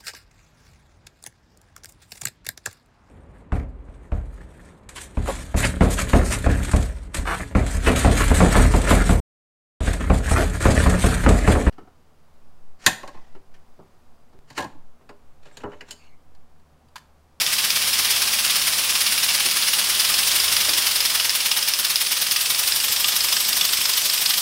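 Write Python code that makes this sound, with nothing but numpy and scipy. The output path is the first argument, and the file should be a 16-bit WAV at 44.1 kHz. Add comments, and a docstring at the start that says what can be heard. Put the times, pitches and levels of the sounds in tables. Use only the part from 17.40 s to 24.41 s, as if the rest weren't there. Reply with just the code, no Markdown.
"""Compressed-air piston engine

A small plastic engine, held in the hand and turned about, runs on a blow gun in a bare workshop.
The nozzle leak is coloured noise plus an edge whistle. Each turn the exhaust puffs and half a turn later
the inlet gasps: noise gated by the crank. A blade sweeps air; the loose crank rattles and knocks at both
stroke ends, ringing the casing. Sparse echoes, dull bumps, low rumble and wavering hum lie around it.
"""
import sys
import numpy as np
from scipy import signal
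from scipy.fft import irfft
from scipy.io import wavfile
from scipy.ndimage import uniform_filter1d

SR = 44100
rng = np.random.default_rng(int(sys.argv[2]) if len(sys.argv) > 2 else 0)


def pcm_store(signal):
    """Save signal as 16-bit PCM."""
    levels = np.round(np.clip(np.atleast_2d(signal), -1, 1) * 32767)
    wavfile.write(sys.argv[1], SR, levels.astype(np.int16).T)


N = 309141
T = np.arange(N) / SR


def gain_of(db):
    """Decibels to amplitude."""
    return 10 ** (np.asarray(db) / 20)


def evened(x):
    """Scaled to rms 1."""
    return x / np.sqrt(np.mean(x ** 2) + 1e-20)


def read(points, hz):
    """Spectrum table interpolated on a log-frequency axis."""
    f, value = np.transpose(points)
    return np.interp(np.log(hz + 1), np.log(f + 1), value)


def curves(table):
    """Every column after the first, interpolated to every sample."""
    s, *columns = np.transpose(table)
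    return [np.interp(T, s, c) for c in columns]


def add(mix, s, sound):
    """Mixes a sound in at s seconds."""
    part = mix[round(s * SR):][:len(sound)]
    part += sound[:len(part)]


# building noise, relative density: f/Hz, level/dB per Hz
RUMBLE_SPECTRUM = [(25, -19), (40, -7), (60, -24), (120, -4.5), (250, 1), (450, -52), (900, -44),
                   (2000, -8)]


def rumble():
    """Low noise of the building: random spectrum under a fixed colour."""
    hz = np.fft.rfftfreq(N, 1 / SR)
    re, im = rng.standard_normal((2, len(hz)))
    return evened(irfft((re + 1j * im) * gain_of(read(RUMBLE_SPECTRUM, hz)), N))


# hum tones, relative: f/Hz, rms waver/Hz, level/dB
HUM_TONES = [(54, 1.5, -1.5), (87, 2.5, .5), (207, 3, -3), (1067, 4, 6), (1220, 12, 3)]


def hum():
    """Faint tones whose pitch and strength waver."""
    out = np.zeros(N)
    for hz, waver_hz, db in HUM_TONES:
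        drift, swell = (evened(uniform_filter1d(v, size=4000)) for v in rng.standard_normal((2, N)))
        phase = 2 * np.pi * np.cumsum(hz + waver_hz * drift) / SR
        out += gain_of(db + 1.5 * swell) * np.sin(phase)
    return evened(out)


# reverberation: f/Hz, t60/s
ROOM_DECAY = [(200, 0.99), (1000, 0.9), (4000, 0.49), (9000, 0.4), (16000, 0.69)]


def workshop(x):
    """Sparse echoes of random sign, each band dying at its own speed."""
    taps = np.zeros(SR // 2)
    at = np.arange(200, len(taps) - 20, 20)
    taps[at + rng.integers(0, 20, len(at))] = rng.choice([-1., 1.], len(at))
    hz, t, z = signal.stft(taps, SR, nperseg=256)
    decay = gain_of(-60 * t / read(ROOM_DECAY, hz)[:, None])
    tail = signal.istft(z * decay, SR, nperseg=256)[1]
    return signal.fftconvolve(x, tail / np.linalg.norm(tail))[:N]


# dull bumps in the workshop: t/s, level/dB, f/Hz of the knock
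BUMP_EVENTS = [(2.054, -31.5, 358), (3.283, -25.5, 609)]


def bumps():
    """A short decaying sine with a longer band-noise thud under it."""
    out, t = np.zeros(N), T[:8000]
    thud_band = signal.butter(2, [220, 500], "band", fs=SR, output="sos")
    for (s, db, hz), grit in zip(BUMP_EVENTS, rng.standard_normal((len(BUMP_EVENTS), 8000))):
        knock = np.sin(2 * np.pi * hz * t) * (1 - np.exp(-t / 0.00074)) * np.exp(-t / 0.0094)
        thud = evened(signal.sosfilt(thud_band, grit)) * (1 - np.exp(-t / .01)) * np.exp(-t / .035)
        add(out, s, gain_of(db) * (knock + .55 * thud))
    return out


def air(colour, patchy_db):
    """Turbulent noise whose colour shifts in small time-frequency patches."""
    frames, hz = N // 128 + 5, np.fft.rfftfreq(512, 1 / SR)
    re, im, patches = rng.standard_normal((frames, 257, 3)).T
    patches = uniform_filter1d(patches, size=8, axis=0)
    patches = evened(uniform_filter1d(patches, size=10, axis=1))
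    z = (re + 1j * im) * gain_of(read(colour, hz)[:, None] + patchy_db * patches)
    return evened(signal.istft(z, nperseg=512, noverlap=384)[1][:N])


def valve(turns, at, rise, fall, uneven_db):
    """Flow through a port, widest at angle at; at, rise, fall in turns, no two strokes alike."""
    angle = (turns - at + .5) % 1 - .5
    stroke = np.floor(turns - at + .5).astype(int)
    opening, closing = np.exp(-np.abs(angle / rise) ** 1.5), 1 / (1 + (angle / fall) ** 2)
    shape = np.where(angle < 0, opening, closing)
    shut = 1 - (2 * angle) ** 8  # zero half a turn away
    return shape * shut * gain_of(uneven_db * rng.standard_normal(100)[stroke])


# air swept by the blade on the shaft, relative density: f/Hz, level/dB per Hz
DRAUGHT_SPECTRUM = [(30, -16), (120, 3), (300, -9.5), (700, -3), (2000, -50)]


def draught(turns, exhaust, fast):
    """Low air noise swept by the blade: with each puff, and at speed once more per turn."""
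    sweep = 0.52 * exhaust + fast * valve(turns, 0.656, .06, 0.064, uneven_db=2.5)
    return gain_of(-43.5) * sweep * air(DRAUGHT_SPECTRUM, patchy_db=2.0)


def resonate(x, hz, width):
    """Shifts the curve hz down to zero, smooths with two equal poles, shifts back."""
    turn, r = np.exp(2j * np.pi * np.cumsum(hz) / SR), np.exp(-np.pi * width / SR)
    return 2 * (turn * signal.lfilter([(1 - r) ** 2], [1, -2 * r, r ** 2], x / turn)).real


# edge tones: frequency multiple, width/Hz of each pole, level/dB
EDGE_TONES = [(1, 800, 0), (1.16, 700, -3)]


def whistle(hz, second):
    """Air over an edge: a fuzzy, wandering tone, with a weaker one above scaled by second."""
    noise, wander = rng.standard_normal((2, N))
    hz = hz * (1 + .012 * evened(uniform_filter1d(wander, size=2500)))
    (_, width, _), (multiple, upper_width, upper_db) = EDGE_TONES
    upper = resonate(noise, multiple * hz, upper_width)
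    return evened(resonate(noise, hz, width) + gain_of(upper_db) * second * upper)


# leak from the side and from the front, relative density: f/Hz, level/dB per Hz
LEAK_SIDE = [(60, -21.5), (250, -23.5), (500, -16), (1200, -12), (2200, -8.5), (3300, -2.5), (4200, -5),
             (5300, -3), (6500, -9), (7600, -9.5), (11000, -9), (13000, -14), (16000, -12)]
LEAK_AHEAD = [(60, -38), (250, -21), (500, -14.5), (1200, -10.5), (2200, -7.5), (3300, -0.5), (4200, -4.5),
              (5300, 1), (6500, -6.5), (8300, -2), (11000, -9.5), (13000, -8), (16000, -12.5)]
WHISTLE_HZ, WHISTLE_FRONT_HZ = 9370, 200  # mean pitch, rise with the nozzle facing


def leak(leak_db, whistle_db, facing, leak_facing, exhaust, inlet):
    """Nozzle hiss, crossfaded side to front, plus a whistle that swells with both port flows."""
    side = np.sqrt(1 - leak_facing) * air(LEAK_SIDE, patchy_db=1)
    front = np.sqrt(leak_facing) * air(LEAK_AHEAD, patchy_db=2)
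    tone = whistle(WHISTLE_HZ + WHISTLE_FRONT_HZ * leak_facing, 1 - facing)
    edge = gain_of(whistle_db) * (1 + 2.2 * exhaust + 1.1 * inlet) * tone
    return gain_of(leak_db) * (side + front + edge)


# inlet air, relative density: f/Hz, level/dB per Hz
INLET_SPECTRUM = [(100, -30), (400, -51), (1000, -20.5), (2500, 9), (5500, 7.5), (7200, -7), (9400, 1.5),
                  (11500, 2.5), (16000, 1)]
INLET_DB, INLET_FAST_DB = -20, -2  # level when slow, change when fast


def inlet_gasps(inlet, fast):
    """Bright air noise gated by the inlet flow."""
    return gain_of(INLET_DB + INLET_FAST_DB * fast) * inlet * air(INLET_SPECTRUM, patchy_db=1.5)


# exhaust from the side and from the front, relative density: f/Hz, level/dB per Hz
PUFF_SIDE = [(100, -27), (400, -18), (1000, -11.5), (2000, -0.5), (3500, -2), (5500, 1.5), (7000, -7),
             (8500, -5), (10000, -7), (10900, -3), (12000, -5.5), (16000, -9)]
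PUFF_FRONT = [(100, -16.5), (400, -21), (1000, -6), (2000, -9), (3200, 2.5), (4200, 2), (5500, 3.5),
              (7500, -8.5), (9400, -3), (11000, 0.5), (13800, 2), (15200, 0), (16000, -8)]
EXHAUST_DB, EXHAUST_FRONT_DB, EXHAUST_FAST_DB = -18.5, 0.7, -0.1  # level, change when facing, when fast


def exhaust_puffs(exhaust, facing, fast):
    """Jet noise gated by the exhaust flow, crossfaded side to front."""
    side = np.sqrt(1 - facing) * air(PUFF_SIDE, patchy_db=-0.5)
    front = np.sqrt(facing) * air(PUFF_FRONT, patchy_db=0.5)
    db = EXHAUST_DB + EXHAUST_FRONT_DB * facing + EXHAUST_FAST_DB * fast
    return gain_of(db) * exhaust * (side + front)


def small_body(x):
    """A hand-sized plastic casing radiates no bass and little high treble."""
    return signal.sosfilt(signal.butter(3, [1000, 8500], "band", fs=SR, output="sos"), x)


# plastic casing modes before detuning, damping and body filter: f/Hz, level/dB, t60/s
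CASING_MODES = [(1235, -17, 0.24), (1972, -24, 0.27), (2954, 1.5, 0.033), (3540, 11.5, 0.0093),
                (4460, 5.5, 0.011), (4980, 8, 0.02), (5250, 11.5, 0.0051), (7900, -20, .012),
                (9400, -40, .012)]


def ring(detune, low_db):
    """Casing after one click, its modes slightly detuned afresh for each blow; low_db lifts those under 4 kHz."""
    t, out = T[:2000], 0
    for (hz, db, t60), d in zip(CASING_MODES, detune):
        decay = gain_of(db + low_db * (hz < 4000) - 60 * t / t60)
        out = out + decay * np.sin(2 * np.pi * hz * d * t)
    return out


def rattle(slack, per_s, spread_db, damping):
    """Random clicks, per_s * slack a second, each in one of nine detuned, damped versions of the modes."""
    size = gain_of(spread_db * np.minimum(rng.exponential(1, N), 3))
    size = size * (rng.random(N) < per_s * slack / SR)
    version, t, out = rng.integers(0, 9, N), T[:1000], np.zeros(N)
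    for k, lift_db in enumerate(rng.normal(0, 3, (9, len(CASING_MODES)))):
        detune, tick = 1 + (k - 4) / 80, 0
        for (hz, db, t60), lift in zip(CASING_MODES, lift_db):
            decay = gain_of(db + lift - 60 * damping * t / t60)
            tick = tick + decay * np.sin(2 * np.pi * hz * detune * t)
        out += signal.oaconvolve(size * (version == k), tick)[:N]
    return evened(small_body(out))


# slack crank knocks each turn: angle/turns, mean peak level/dB, mean low-ring lift/dB
STROKE_END_KNOCKS = [(.425, -14, -7), (.92, -16.5, 1)]
KNOCK_SPREAD_DB, LOW_SPREAD_DB, KNOCK_SCATTER_TURNS = 2.5, 5, .015


def ordinary_knocks(turns):
    """Knocks of chance strength at every stroke end that has no loud knock."""
    rows, loud_s = [], np.transpose(LOUD_KNOCKS)[0]
    for angle, db, low_db in STROKE_END_KNOCKS:
        for k, (a, b, c) in zip(range(0, int(turns[-1])), rng.standard_normal((100, 3))):
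            s = np.interp(k + angle + KNOCK_SCATTER_TURNS * a, turns, T)
            if np.abs(loud_s - s).min() > .015:
                rows.append((s, db + KNOCK_SPREAD_DB * b, low_db + LOW_SPREAD_DB * c))
    return rows


# loudest crank knocks: t/s, peak level/dB, low-ring lift/dB
LOUD_KNOCKS = [(0.064, -4, 0), (0.3036, -2.5, -11), (0.6479, -8, -2), (0.9885, -9, -7), (2.3331, -7, 7),
               (3.1652, -9.5, -10), (3.2915, -9.5, -14), (3.334, -10, -12), (3.6037, -7.5, -10),
               (3.6576, -7, -15), (3.7983, -8, 3), (3.894, -2.5, -16), (4.115, -1, -3), (4.2262, -5.5, -28),
               (4.3362, -4.5, -6), (4.4487, -3, -10), (4.5573, -2.5, -21), (4.664, -11, -11),
               (4.91, -8, -6), (4.9607, -7, -2), (5.3194, -8, -14), (5.6428, -7.5, 7), (5.8055, -7.5, -20),
               (5.9667, -7, -5), (6.2106, -5.5, -1), (6.4543, -7.5, -12), (6.696, -9, -18),
               (6.8588, -7.5, -23), (6.906, -9, -7)]
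# at speed the blow smears and the hard contact weakens
SCATTER_S, SCATTER_FAST_S, CONTACT_FAST_DB = .0018, .0045, -14


def knocks(turns, fast):
    """One hard contact and a scatter of small ones set the casing ringing."""
    out, t = np.zeros(N), T[:700]
    rows = LOUD_KNOCKS + ordinary_knocks(turns)
    for (s, db, low_db), grit in zip(rows, rng.standard_normal((200, 700))):
        pace = np.interp(s, T, fast)
        length_s = SCATTER_S + (SCATTER_FAST_S - SCATTER_S) * pace
        contact = gain_of(CONTACT_FAST_DB * pace) * (np.arange(700) == 40)
        scatter = .22 * grit * (1 - np.exp(-3 * t / length_s)) * np.exp(-t / length_s)
        detune = 1 + .02 * grit[:len(CASING_MODES)]
        sound = small_body(signal.fftconvolve(scatter + contact, ring(detune, low_db)))
        add(out, s, gain_of(db) * sound / np.abs(sound).max())
    return out


# crank speed: t/s, speed/turns per s
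CRANK_SPEED = [(0, 8.538), (.74, 8.763), (2.42, 9.067), (2.98, 12.29), (3.06, 11.964), (3.14, 12.151),
               (4.13, 8.95), (4.56, 9.103), (5.48, 12.508), (6.25, 12.275), (7.01, 12.429)]
# how it is held: t/s, leak level/dB, port facing microphone/0-1, nozzle facing microphone/0-1,
# whistle level re leak/dB before the port flows swell it
HOLD = [(0, -24.5, 0.13, 0.03, -21), (.5, -23, 0.16, 0.13, -14), (2.3, -23, 0.01, 0.05, -13),
        (2.9, -21, 0.67, .15, -15), (3.2, -22, 0.36, .1, -15.5), (3.6, -23.5, 0.5, 0.04, -15),
        (4.2, -26, 0.54, 0.2, -12), (4.7, -26.5, 0.56, 0.37, -10.5), (5.3, -24, 1, 0.67, -11.5),
        (5.9, -23.5, 0.94, 0.78, -33), (6.5, -24, .9, 0.97, -26), (7.01, -24.5, 1, 0.9, -16)]
START_TURN, SLOW_TURNS_PER_S, FAST_TURNS_PER_S = .837, 9, 12.4  # whole turns near the exhaust
EXHAUST_WIDER_FAST = 0.33  # at speed the puff covers more of the turn
RATTLE_DB, RATTLE_FRONT_DB = -28, -5.5  # level, change with the port facing


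def engine():
    """Ports, loose crank and blade timed by the crank angle, over the leak."""
    speed, = curves(CRANK_SPEED)
    leak_db, facing, leak_facing, whistle_db = curves(HOLD)
    facing, leak_facing = np.clip(facing, 0, 1), np.clip(leak_facing, 0, 1)
    turns = START_TURN + np.cumsum(speed) / SR
    fast = np.clip((speed - SLOW_TURNS_PER_S) / (FAST_TURNS_PER_S - SLOW_TURNS_PER_S), 0, 1)
    wider = 1 + EXHAUST_WIDER_FAST * fast
    exhaust = valve(turns, -0.024, 0.1 * wider, 0.095 * wider, uneven_db=0.7)
    inlet = valve(turns, 0.46, 0.05, 0.095, uneven_db=1.5)
    # clicks crowd where the piston reverses
    slack = 0.092 + valve(turns, -0.04, 0.045, .06, uneven_db=3.5)
    slack = slack + valve(turns, .44, 0.036, .07, uneven_db=4)
    clicks = rattle(slack, per_s=1200, spread_db=4.0, damping=3.6)
    return (draught(turns, exhaust, fast)
            + leak(leak_db, whistle_db, facing, leak_facing, exhaust, inlet)
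            + inlet_gasps(inlet, fast) + exhaust_puffs(exhaust, facing, fast)
            + gain_of(RATTLE_DB + RATTLE_FRONT_DB * facing) * clicks + knocks(turns, fast))


# workshop background: t/s, rumble level/dB, hum level/dB
BACKGROUND_LEVELS = [(0, -37.5, -51), (.6, -39, -45), (1.7, -36.5, -48.5), (2.35, -39.5, -56),
                     (2.65, -44, -44), (3.1, -43, -44.5), (3.6, -48, -49), (3.95, -43, -56),
                     (4.7, -46, -54), (5.4, -46, -53), (6.2, -44, -49), (7.01, -47, -61)]


def scene():
    """Engine and bumps, direct and echoed, over rumble and hum."""
    rumble_db, hum_db = curves(BACKGROUND_LEVELS)
    background = gain_of(rumble_db) * rumble() + gain_of(hum_db) * hum()
    machine, bump = engine(), bumps()
    echoed = workshop(gain_of(-9.5) * machine + gain_of(-9) * bump)
    return (machine + bump + echoed + background)[None]


EDGE_HZ = 15790  # upper band limit


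def record(dry):
    """The microphone drops the deepest bass; a steep low-pass then limits the band."""
    thin = signal.sosfilt(signal.butter(2, 46, "high", fs=SR, output="sos"), dry)
    low_pass = signal.firwin(511, EDGE_HZ, window=("kaiser", 9), fs=SR)
    return signal.oaconvolve(thin, low_pass[None], "same")


dry = scene()
out = record(dry)
pcm_store(out)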